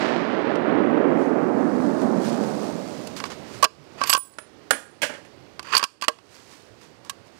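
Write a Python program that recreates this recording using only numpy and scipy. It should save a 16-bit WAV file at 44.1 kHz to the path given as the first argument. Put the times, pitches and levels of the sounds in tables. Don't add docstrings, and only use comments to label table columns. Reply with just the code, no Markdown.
import sys
import numpy as np
from scipy import signal
from scipy.fft import next_fast_len
from scipy.io import wavfile
from scipy.ndimage import uniform_filter1d

SR = 44100
rng = np.random.default_rng(int(sys.argv[2]) if len(sys.argv) > 2 else 0)


def file_out(sig):
    cols = np.atleast_2d(sig).T
    lim = np.clip(cols, -1, 1)
    pcm = np.round(lim * 32767).astype(np.int16)
    wavfile.write(sys.argv[1], SR, pcm)


N = 325899
TIME = np.arange(N) / SR
# frequency_hz, level_db
RUSTLE_SPECTRUM = [(300, -17), (1000, 2.5), (2000, -0.5), (3400, -3.5), (4500, -1), (6500, -4), (9000, -9),
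                   (12000, -17.5), (15500, -23.5)]


def shot_echoes(rise_db_per_s=80.5, fade_db_per_s=22, air_loss=3.0, air_power=1.39, start_s=0.063):
    # crest_s, level_db
    slopes = [(0.02, -18), (0.17, -27), (0.33, -23), (0.48, -20), (0.698, -17), (0.81, -20.5),
              (0.979, -17.5), (1.1, -17), (1.369, -17), (1.61, -17.5), (1.86, -19.5), (2.069, -19),
              (2.18, -25), (2.36, -23), (2.61, -29)]
    # start_s, level_db
    slaps = [(0.163, 4.5), (0.561, -4), (1.123, 2), (1.803, 4), (2.315, -13), (2.7, -8)]
    # frequency_hz, level_db
    spectrum = [(24, -55), (40, -53.5), (166, -7.5), (197, -4.5), (217, -1), (298, -4), (499, -5),
                (579, -3.5), (992, -11), (1740, -14), (3550, -25), (4320, -27), (7970, -44), (14000, -70)]
    roll = power_sum(swell(s, db, rise_db_per_s, fade_db_per_s) for s, db in slopes)
    scatter = roll * grains(per_s=9000)
    for s, db in slaps:
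        add(scatter, s, amp([db]))
    hz, t, bands = signal.stft(scatter, SR, nperseg=2048)
    hz = hz[:, None]
    boom_s, boom_spread_s, boom_peak_db = 1.4, 1.14, 7.5
    boom_hz, boom_width_octaves, sink_octaves_per_s = 330, 0.49, 0.78
    centre_hz = boom_hz * 2 ** (-sink_octaves_per_s * np.maximum(t - boom_s, 0))
    off_centre = np.log2((hz + 1) / centre_hz) / boom_width_octaves
    boom_db = boom_peak_db * np.exp(-((t - boom_s) / boom_spread_s) ** 2 - off_centre ** 2)
    absorbed_db = air_loss * (hz / 1000) ** air_power * (t - start_s)
    gain = amp(curve_at(spectrum, hz) + boom_db - absorbed_db)
    gain /= np.sqrt(np.mean(gain ** 2, axis=0))
    return signal.istft(bands * gain, SR, nperseg=2048)[1][:N]


def bolt_clicks(click_db=-4, knock_rise_s=0.0026):
    # start_s, level_db, relative_knock_db, tilt_db_per_octave
    clicks = [(0.555, -18, -36, -7), (3.072, -23, -17, 2.5), (3.2013, -16, -4.5, -4.5),
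              (3.2393, -13, -6.5, -5), (3.6264, -9.5, 10.5, 2), (3.631, -4.5, 11, 0), (3.6428, 6, 4.5, 1.5),
              (3.6472, 15.5, -17, -4), (4.0085, -16, 4, -5), (4.014, -7, 10.5, -5),
              (4.0367, -1.5, -6, -2.5), (4.073, -10, -2, 4), (4.095, -0.5, -3, -2), (4.100, 3, -8.5, 2),
              (4.129, 7.5, -16.5, -0.5), (4.1344, 23, 0.5, 5.5), (4.149, 19.5, 3, -2.5),
              (4.167, 7, -2.5, 4), (4.1737, 5, -20, -7), (5.5939, -17, -6.5, -3.5),
              (5.6279, -27, -12.5, -0.5), (5.753, -5.5, -12, 3.5), (5.7691, 14, -4, 0.5),
              (5.778, 15, -7, 5.5), (5.795, 4, 4, -2), (5.8281, 9, 0.5, -4), (5.8386, 12, -15, -0.5),
              (6.013, -13.5, -16, 0.5), (6.022, -2.5, 1, -1), (6.082, 5, -5, -1), (6.0822, 5, -8, -4),
              (6.187, -29, -22, -5.5), (7.048, -36, -1, 3), (7.0961, -10.5, -9, 1.5)]
    # frequency_hz, level_db
    steel = [(60, -32.5), (250, -11.5), (550, -11.5), (750, -5.5), (1100, 0.5), (1600, -2), (2100, -3.5),
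             (2800, 3.5), (3700, -5), (4700, 1.5), (6300, -6.5), (9000, -8.5), (12000, -15.5), (15500, -27)]
    # pitch_hz, level_db, t60_s
    stock = [(570, -16, 0.028), (1036, -9, 0.071), (1123.5, -4.5, 0.067), (1580, -15.5, 0.077),
             (2970, -24.5, 0.036), (3240, -20.5, 0.022), (4150, -27, 0.046), (5140, -22.5, .035),
             (6000, -23, 0.033)]
    out = np.zeros(N)
    for s, db, knock_db, tilt in clicks:
        add(out, s, amp(db + click_db) * burst(steel, tilt, decay_ms=3.97, rise_ms=0.18))
        knock = ring(stock, detune=0.017)
        build_up = 1 - np.exp(-TIME[:len(knock)] / knock_rise_s)
        add(out, s, amp(db + knock_db) * knock * build_up)
    return out


def bolt_scrapes(growth_power=0.42, stop_decay_s=0.0066):
    # start_s, stop_s, level_at_stop_db, tilt_db_per_octave
    strokes = [(3.975, 4.065, -27, 2), (4.065, 4.17, -16.5, 8), (5.641, 5.726, -32, 1),
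               (5.721, 5.77, -11.5, 0.5), (5.786, 5.815, -10.5, -1), (6.035, 6.043, -15, 3.5)]
    # frequency_hz, level_db
    spectrum = [(88, -52), (150, -25.5), (450, -11), (728, -19.5), (1030, 2.5), (1380, -4.5), (1800, -5.5),
                (2310, -12.5), (2500, -4.5), (3090, -11.5), (4050, -22), (4630, -8), (5610, -25.5),
                (6060, -20), (15000, -45)]
    out = np.zeros(N)
    t = TIME[:SR // 4]
    for start_s, stop_s, db, tilt in strokes:
        progress = np.minimum(t / (stop_s - start_s), 1)
        fade = np.exp(-np.maximum(start_s + t - stop_s, 0) / stop_decay_s)
        scrape = colour(grains(per_s=10000, spread_db=3)[:len(t)], spectrum, tilt)
        add(out, start_s, amp(db) * progress ** growth_power * fade * scrape)
    return out


def handle_thumps(rise_s=0.003):
    # start_s, level_db
    blows = [(3.627, -10), (3.649, -5.5), (6.083, -6)]
    # pitch_hz, level_db, t60_s
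    modes = [(335, -22, 0.059), (464, -8.5, 0.11), (614, 1.5, 0.059), (762, -3, 0.045)]
    out = np.zeros(N)
    for s, db in blows:
        thump = ring(modes, detune=0.046)
        build_up = 1 - np.exp(-(TIME[:len(thump)] / rise_s) ** 2)
        add(out, s, amp(db) * thump * build_up)
    return out


def magazine_zing(zing_db=-2):
    # start_s, level_db
    rattles = [(5.7518, -2.5), (5.7681, 15), (5.777, 6.5), (5.792, -15)]
    # pitch_hz, level_db, t60_s
    lips = [(4620, -11, 0.073), (4650, -7.5, 0.045), (4590, -0.5, 0.028), (4700, -10, .04)]
    out = np.zeros(N)
    for s, db in rattles:
        add(out, s, amp(db + zing_db) * ring(lips, detune=0.012))
    return out


def case_bounces(impact_db=-4, hollow_db=-5, hollow_rise_s=0.0022):
    # start_s, level_db, relative_ring_db, tilt_db_per_octave, decay_ms
    bounces = [(4.3849, -3, -8, -3, 3), (4.7073, 0, 8, 9, 9.9), (4.7087, 7, -5.5, -4, 4.4),
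               (4.7114, 2.5, 5.5, -3, 5.5), (4.72, -5, 1, -10, 4.2), (4.731, -4, -0.5, -6.5, 13),
               (5.0179, -9, -21, -1.5, 24.4), (5.029, -4.5, -7, -4, 17.5), (5.0942, -21, -12, -6.5, 34),
               (5.137, -27, -4, -5.5, 40), (5.2495, -38, -15, -3, 16)]
    # frequency_hz, level_db
    spectrum = [(59, -51), (100, -42), (275, -20), (378, -30.5), (614, -10.5), (712, -25.5), (808, -17.5),
                (1290, -21), (1660, -8.5), (2130, -13.5), (3320, -13), (3850, -23), (4100, -17.5),
                (9740, -20), (15500, -40.5)]
    # pitch_hz, level_db, t60_s
    boards = [(275, -19, .07), (450, -14, .05), (440, -18, .05), (530, -9, .045), (610, -9, .045),
              (880, -6, .03), (1130, -5, .03), (1410, 0, .03), (1490, 3, .03), (1680, 3, .03),
              (1830, -5, .025)]
    out = np.zeros(N)
    for s, db, ring_db, tilt, decay_ms in bounces:
        add(out, s, amp(db + impact_db) * burst(spectrum, tilt, decay_ms, rise_ms=0.58))
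        hollow = ring(boards, detune=0.013)
        build_up = 1 - np.exp(-TIME[:len(hollow)] / hollow_rise_s)
        add(out, s, amp(db + ring_db + hollow_db) * hollow * build_up)
    return out


def case_ring(brass_db=-2):
    # start_s, length_s, pitch_hz, level_db
    squeal = (4.052, .034, 13000, -24)
    # pitch_hz, level_db, t60_s
    tube = [(7754, 0, .16), (7800, -7, .13), (9447, 0, .19), (9482, -10, .17), (11407, 0, .13),
            (11445, -9, .11), (14810, -8, .11), (14865, 0, .14)]
    # start_s, first_pair_db, second_pair_db, third_pair_db, fourth_pair_db
    blows = [(4.0965, -4, -27.5, -5, -29.5), (4.1765, -9, 1, -15, -6), (4.3856, -52, -25.5, -66, -52),
             (4.7088, -30.5, -8, -42.5, -51), (5.0185, -60.5, -53, -49, -28)]
    out = np.zeros(N)
    s, length_s, hz, db = squeal
    t = TIME[TIME < length_s]
    envelope = np.sin(np.pi * (t / length_s) ** 2)
    add(out, s, amp(db) * envelope * np.sin(2 * np.pi * hz * t))
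    for s, *pair_db in blows:
        modes = [(hz, pair_db[k // 2] + db, t60) for k, (hz, db, t60) in enumerate(tube)]
        add(out, s, amp(brass_db) * ring(modes, detune=0.0002))
    return out


def shelter_reverb(x):
    # frequency_hz, t60_s
    decay_times = [(200, 0.29), (1000, 0.33), (4000, 0.33), (9000, 0.36), (15000, 0.23)]
    hz, t, bands = signal.stft(rng.standard_normal(SR // 2), SR, nperseg=256)
    decay = amp(-60 * t / curve_at(decay_times, hz)[:, None])
    tail = signal.istft(bands * decay, SR, nperseg=256)[1]
    return signal.fftconvolve(x, tail / np.linalg.norm(tail))[:N]


def scuffs_and_ticks():
    # start_s, level_db, tilt_db_per_octave, decay_ms
    touches = [(2.016, -32, 2, 2), (3.164, -29.5, 0.5, 28), (3.254, -30.5, -1.5, 16),
               (3.301, -31.5, -2.5, 22), (3.318, -29.5, -3.5, 12), (3.841, -45, 5, 3), (3.974, -36, -7, 31),
               (4.337, -33.5, -1, 7.2), (6.813, -42.5, 0, 7.2), (6.83, -46.5, -1, 22), (7.058, -46, -2, 43)]
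    out = np.zeros(N)
    for s, db, tilt, decay_ms in touches:
        add(out, s, amp(db) * burst(RUSTLE_SPECTRUM, tilt, decay_ms, rise_ms=0.47))
    return out


def leaf_rustle(rise_db=24.5, fade_db=15.5):
    # crest_s, level_db, rise_db_per_s, fade_db_per_s
    herd = (2, -48.5, 18.5, 10.5)
    # crest_s, level_db, length_s
    swishes = [(1.22, -47.5, 0.15), (1.428, -54, 0.082), (1.61, -52, 0.21), (1.84, -46, 0.55),
               (2.02, -43.5, 0.15), (2.265, -33.5, 0.14), (2.45, -40, 0.65), (2.648, -40.5, 0.23),
               (2.894, -45, 0.27), (2.99, -45.5, 0.9), (3.546, -41, 0.14), (3.934, -50.5, 0.052),
               (6.354, -43, 0.19), (6.52, -43, 0.17), (6.834, -50.5, .12), (7.272, -55, 0.051),
               (7.38, -54, 0.088)]
    sweeps = [swell(s, db, rise_db / length_s, fade_db / length_s) for s, db, length_s in swishes]
    return power_sum([swell(*herd)] + sweeps) * colour(grains(per_s=9000), RUSTLE_SPECTRUM)


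def hoof_thuds(rise_s=0.013):
    # crest_s, peak_db, pitch_hz
    kicks = [(2.749, -38, 167), (2.992, -37, 128.5), (3.4, -37, 143), (3.559, -34.5, 118),
             (3.798, -32.5, 148), (3.957, -36.5, 137), (5.345, -50, 129), (5.414, -43, 129.3),
             (6.713, -44, 107), (7.199, -48, 115)]
    out = np.zeros(N)
    t = TIME[:SR // 5]
    envelope = t / rise_s * np.exp(1 - t / rise_s)
    for crest_s, db, hz in kicks:
        add(out, crest_s - rise_s, amp(db) * envelope * np.sin(2 * np.pi * hz * t))
    return out


def woods(breeze_db=-47):
    # crest_s, level_db, rise_db_per_s, fade_db_per_s
    far_hills = (4, -36, 5.5, 8.5)
    # frequency_hz, level_db
    spectrum = [(25, -35), (50, -16.5), (100, -5), (200, -7), (350, -3), (550, -7), (850, -13), (1500, -17),
                (2600, -20), (3600, -24), (4600, -22.5), (7000, -31.5), (15000, -47)]
    return power_sum([amp(breeze_db), swell(*far_hills)]) * colour(rng.standard_normal(N), spectrum)


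def burst(spectrum, tilt_db_per_octave, decay_ms, rise_ms):
    ms = np.arange(SR // 5) * 1000 / SR
    envelope = (1 - np.exp(-ms / rise_ms)) * np.exp(-ms / decay_ms)
    return colour(rng.standard_normal(len(ms)) * envelope, spectrum, tilt_db_per_octave)


def ring(modes, detune):
    t = TIME[TIME < 2 * max(t60 for hz, db, t60 in modes)]
    out = np.zeros(len(t))
    for hz, db, t60 in modes:
        pitch_hz = hz * (1 + detune * rng.standard_normal())
        out += amp(db - 60 * t / t60) * np.sin(2 * np.pi * pitch_hz * t)
    return out


def grains(per_s, spread_db=0):
    size = amp(spread_db * np.minimum(rng.exponential(1, N), 4))
    return unit_rms(size * rng.standard_normal(N) * (rng.random(N) < per_s / SR))


def colour(x, spectrum, tilt_db_per_octave=0):
    size = next_fast_len(len(x))
    hz = abs(np.fft.fftfreq(size, 1 / SR))
    octaves = np.log2(np.maximum(hz, 400) / 3000)
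    gain = unit_rms(amp(curve_at(spectrum, hz) + tilt_db_per_octave * octaves))
    response = np.exp(np.conj(signal.hilbert(np.log(gain))))
    return np.fft.ifft(np.fft.fft(x, size) * response).real[:len(x)]


def swell(crest_s, db, rise_db_per_s, fade_db_per_s):
    before_s, after_s = np.maximum(crest_s - TIME, 0), np.maximum(TIME - crest_s, 0)
    return amp(db - rise_db_per_s * before_s - fade_db_per_s * after_s)


def power_sum(gains):
    return np.sqrt(sum(gain ** 2 for gain in gains))


def curve_at(points, hz):
    point_hz, values = np.transpose(points)
    return np.interp(np.log(hz + 1), np.log(point_hz + 1), values)


def amp(db):
    return 10 ** (np.asarray(db) / 20)


def unit_rms(x):
    return x / np.sqrt(np.mean(x ** 2) + 1e-20)


def add(mix, start_s, sound):
    part = mix[max(round(start_s * SR), 0):][:len(sound)]
    part += sound[:len(part)]


def scene(rifle_room_db=-27, case_room_db=-11, leak_db=-57, hiss_db=-76):
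    rifle = bolt_clicks() + bolt_scrapes() + handle_thumps() + magazine_zing()
    case = case_bounces() + case_ring()
    room = shelter_reverb(amp(rifle_room_db) * rifle + amp(case_room_db) * case)
    right = shot_echoes() + rifle + case + room
    right += leaf_rustle() + scuffs_and_ticks() + hoof_thuds() + woods()
    hiss_spectrum = [(30, -22), (300, -15), (3000, -10), (15000, -17)]  # frequency_hz, level_db
    hiss = amp(hiss_db) * colour(rng.standard_normal(N), hiss_spectrum)
    return np.array([amp(leak_db) * right + hiss, right])


def record(dry, ceiling_db=-1, recover_s=0.33, cutoff_hz=15750):
    peak_db = 20 * np.log10(abs(dry).max(0) + 1e-9)
    over_db = np.maximum(peak_db - ceiling_db, 0)
    release = np.exp(-TIME / recover_s)
    duck_db = np.maximum.accumulate(over_db / release) * release
    limited = np.clip(dry * amp(-uniform_filter1d(duck_db, size=40)), -1, 1)
    low_pass = signal.firwin(511, cutoff_hz, window=("kaiser", 9), fs=SR)
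    return signal.oaconvolve(limited, low_pass[None], "same")


dry = scene()
out = record(dry)
file_out(out)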